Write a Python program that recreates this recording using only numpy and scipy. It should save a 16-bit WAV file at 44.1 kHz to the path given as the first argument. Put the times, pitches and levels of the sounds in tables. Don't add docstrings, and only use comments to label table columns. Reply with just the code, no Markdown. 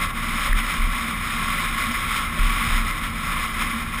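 import sys
import numpy as np
from scipy.fft import rfft, irfft, next_fast_len
from scipy.io import wavfile
from scipy.ndimage import map_coordinates

SR = 44100
rng = np.random.default_rng(int(sys.argv[2]) if len(sys.argv) > 2 else 0)


def generate_wav(sig):
    pcm = np.round(np.clip(np.atleast_2d(sig).T, -1, 1) * 32767).astype(np.int16)
    wavfile.write(sys.argv[1], SR, pcm)


N = 176400

# time in seconds, relative level in dB.
WIND_LEVELS = [(0.0, -26.5), (0.04, -22.5), (0.08, -31.5), (0.11, -30), (0.12, -36), (0.18, -27),
               (0.22, -30), (0.23, -26.5), (0.27, -27), (0.47, -24), (0.5, -28.5), (0.53, -29.5),
               (0.54, -33), (0.56, -28.5), (0.59, -23.5), (0.62, -28.5), (0.71, -24.5), (0.9, -30.5),
               (0.93, -26.5), (1.12, -28), (1.15, -31), (1.31, -26.5), (1.66, -24.5), (1.67, -27.5),
               (1.77, -27.5), (1.78, -25), (2.06, -27), (2.17, -23.5), (2.31, -30.5), (2.44, -26),
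               (2.77, -24), (2.83, -29), (2.9, -26), (2.93, -29), (3.03, -29.5), (3.04, -25.5), (3.11, -32),
               (3.33, -26), (3.35, -28), (3.44, -25), (3.51, -30), (3.58, -27.5), (3.62, -22.5),
               (3.64, -27), (3.91, -32), (3.95, -27.5), (3.97, -31.5), (3.99, -25), (4.0, -30)]
# centre in Hz, half width in Hz, relative level in dB.
HOUSING_MODES = [(1111.5, 69.3, 0.0), (1329, 120, -2.5), (1723, 154, -8.2), (2055, 121, -3),
                 (2330, 228, -6), (2925, 143, -13.5), (3213, 180, -12.6), (3622, 266, -12.5),
                 (4078, 258, -23), (4670, 111, -27.5), (5167, 322, -18.5)]
# frequency in Hz, relative density in dB.
RUSH_SPECTRUM = [(100, -6), (300, 3), (430, -1.5), (570, 2.5), (640, 1), (850, 1.5), (1200, -4.5),
                 (2500, -17), (6000, -48)]
# start in seconds, gain in dB, rise in seconds, pitch in Hz, T60 in seconds.
JOINT_CROSSINGS = [(0.493, -12, 0.012, 33, 0.69), (.778, -4, 0.057, 31.4, 0.41),
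                   (2.391, -13.5, 0.0063, 33.06, 1.0), (2.68, -7.5, .06, 30.9, 0.6)]
# multiple of the pitch, gain in dB.
BODY_MODES = [(1, 2), (1.45, -16), (2.3, -16)]
# start in seconds, gain in dB, pitch in Hz, T60 in seconds.
TYRE_KNOCKS = [(.472, -31, 570, .12), (2.37, -35, 590, 0.11), (2.672, -21, 85, .1), (3.235, -23, 165, .16)]
# time in seconds, relative level in dB.
HUM_LEVELS = [(0.0, -43), (0.04, -40.5), (0.32, -41), (0.36, -27), (0.46, -55), (0.52, -35.5),
              (0.62, -33.5), (0.71, -47), (0.76, -35.5), (0.89, -45), (0.95, -34), (1.34, -41.5),
              (1.37, -33.5), (1.86, -41), (1.89, -25), (1.98, -49), (2.12, -35.5), (2.19, -46),
              (2.46, -32.5), (2.57, -48), (2.63, -32), (2.67, -39), (2.78, -34), (2.94, -39.5), (3.73, -37),
              (3.75, -29), (3.87, -43), (4.0, -35.5)]
# time in seconds, level in dB.
TREMBLE_LEVELS = [(0, -32), (.4, -30), (.55, -37), (1.15, -46), (1.35, -33), (1.9, -32), (2.3, -37.5),
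                  (3.1, -45), (3.33, -28), (3.48, -43), (3.62, -30), (3.78, -39), (4, -33)]
# frequency in Hz, relative density in dB.
RUMBLE_SPECTRUM = [(8, -26), (22, -9), (33, 3.5), (48, -0.5), (65, 0.5), (90, -2), (110, -7), (200, -12.5),
                   (280, -11.5), (340, -19.5), (500, -33.5), (1500, -70)]
# centre in Hz, half width in Hz, level in dB.
RUMBLE_MODES = [(120.3, 7, -48.5), (167.2, 8.6, -42), (228.7, 19.7, -43)]


def wind(gain_db=0.5, bright_hz=2700, bright_db_per_db=0.31, rush_db=-43.5, rush_db_per_db=0.53):
    level_db = curve(WIND_LEVELS)
    flutter_db = 0.42 * wobble(knots_per_s=35) + 0.53 * wobble(knots_per_s=400)
    swing_db = level_db - level_db.mean() + flutter_db
    air = resonant_noise(HOUSING_MODES)
    low = filtered(air, lambda hz: 1 / (1 + (hz / bright_hz) ** 8))
    high = (air - low) * amp(bright_db_per_db * swing_db)
    ringing = amp(level_db + flutter_db + gain_db) * (low + high)
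    rush = amp(rush_db + rush_db_per_db * swing_db) * shaped_noise(RUSH_SPECTRUM)
    return ringing + rush


def joint_shudders():
    out = np.zeros(N)
    for start_s, gain_db, rise_s, pitch_hz, t60_s in JOINT_CROSSINGS:
        age_s = np.maximum(clock() - start_s, 0)
        ring = sum(amp(db) * np.sin(2 * np.pi * pitch_hz * ratio * age_s) for ratio, db in BODY_MODES)
        out += amp(gain_db) * ring * rise_and_decay(age_s, rise_s, t60_s)
    return out


def tyre_knocks(rise_s=0.004):
    out = np.zeros(N)
    for start_s, gain_db, pitch_hz, t60_s in TYRE_KNOCKS:
        age_s = np.maximum(clock() - start_s, 0)
        ring = tone(pitch_hz, wander_hz=15, knots_per_s=150) / np.sqrt(2)
        out += amp(gain_db) * ring * rise_and_decay(age_s, rise_s, t60_s)
    return out


def mount_tick(centre_s=0.531, peak_db=-13, pitch_hz=1850, width_s=0.0013):
    offset_s = clock() - centre_s
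    return amp(peak_db) * np.exp(-(offset_s / width_s) ** 2) * np.cos(2 * np.pi * pitch_hz * offset_s)


def low_hum(gain_db=-2):
    return amp(curve(HUM_LEVELS) + gain_db) * tone(pitch_hz=227.1, wander_hz=8.06, knots_per_s=45)


def body_tremble():
    return amp(curve(TREMBLE_LEVELS)) * tone(pitch_hz=30.7, wander_hz=2.52, knots_per_s=15)


def road_rumble(deck_db=-34.5):
    deck = amp(deck_db) * shaped_noise(RUMBLE_SPECTRUM)
    return deck + sum(amp(db) * resonant_noise([(hz, width_hz, 0)]) for hz, width_hz, db in RUMBLE_MODES)


def amp(db):
    return 10 ** (np.asarray(db) / 20)


def unit_rms(x):
    return x / np.sqrt(np.mean(x ** 2) + 1e-20)


def clock():
    return np.arange(N) / SR


def curve(rows):
    return np.interp(clock(), *np.transpose(rows))


def rise_and_decay(age_s, rise_s, t60_s):
    return (1 - np.exp(-age_s / rise_s)) * np.exp(-np.log(1000) * age_s / t60_s)


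def wobble(knots_per_s):
    return map_coordinates(rng.standard_normal(N // 8), [clock() * knots_per_s + 3], mode="wrap")


def tone(pitch_hz, wander_hz, knots_per_s):
    hz = pitch_hz + wander_hz * wobble(knots_per_s)
    return unit_rms(np.sin(2 * np.pi * np.cumsum(hz) / SR))


def filtered(x, response):
    size = next_fast_len(N + 8192)
    return irfft(rfft(x, size) * response(np.fft.rfftfreq(size, 1 / SR)), size)[:N]


def shaped_noise(spectrum):
    knots_hz, db = np.transpose(spectrum)
    gain = lambda hz: amp(np.interp(np.log(hz + 1), np.log(knots_hz), db))
    return unit_rms(filtered(rng.standard_normal(N), gain))


def resonant_noise(modes):
    def gain(hz):
        peaks = (amp(db) / (1 + ((hz - centre_hz) / width_hz) ** 2) for centre_hz, width_hz, db in modes)
        return np.sqrt(sum(peak ** 2 for peak in peaks))
    return unit_rms(filtered(rng.standard_normal(N), gain))


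def scene():
    continuous = wind() + road_rumble() + low_hum() + body_tremble()
    return (continuous + joint_shudders() + tyre_knocks() + mount_tick())[None]


def record(dry, hold_hz=12000, cutoff_hz=15330):
    band = filtered(dry[0], lambda hz: hz < hold_hz / 2)
    mirrored = band * (1 + 2 * np.cos(2 * np.pi * hold_hz * clock()))
    return filtered(mirrored, lambda hz: np.sinc(hz / hold_hz) * (hz < cutoff_hz))[None]


dry = scene()
out = record(dry)
generate_wav(out)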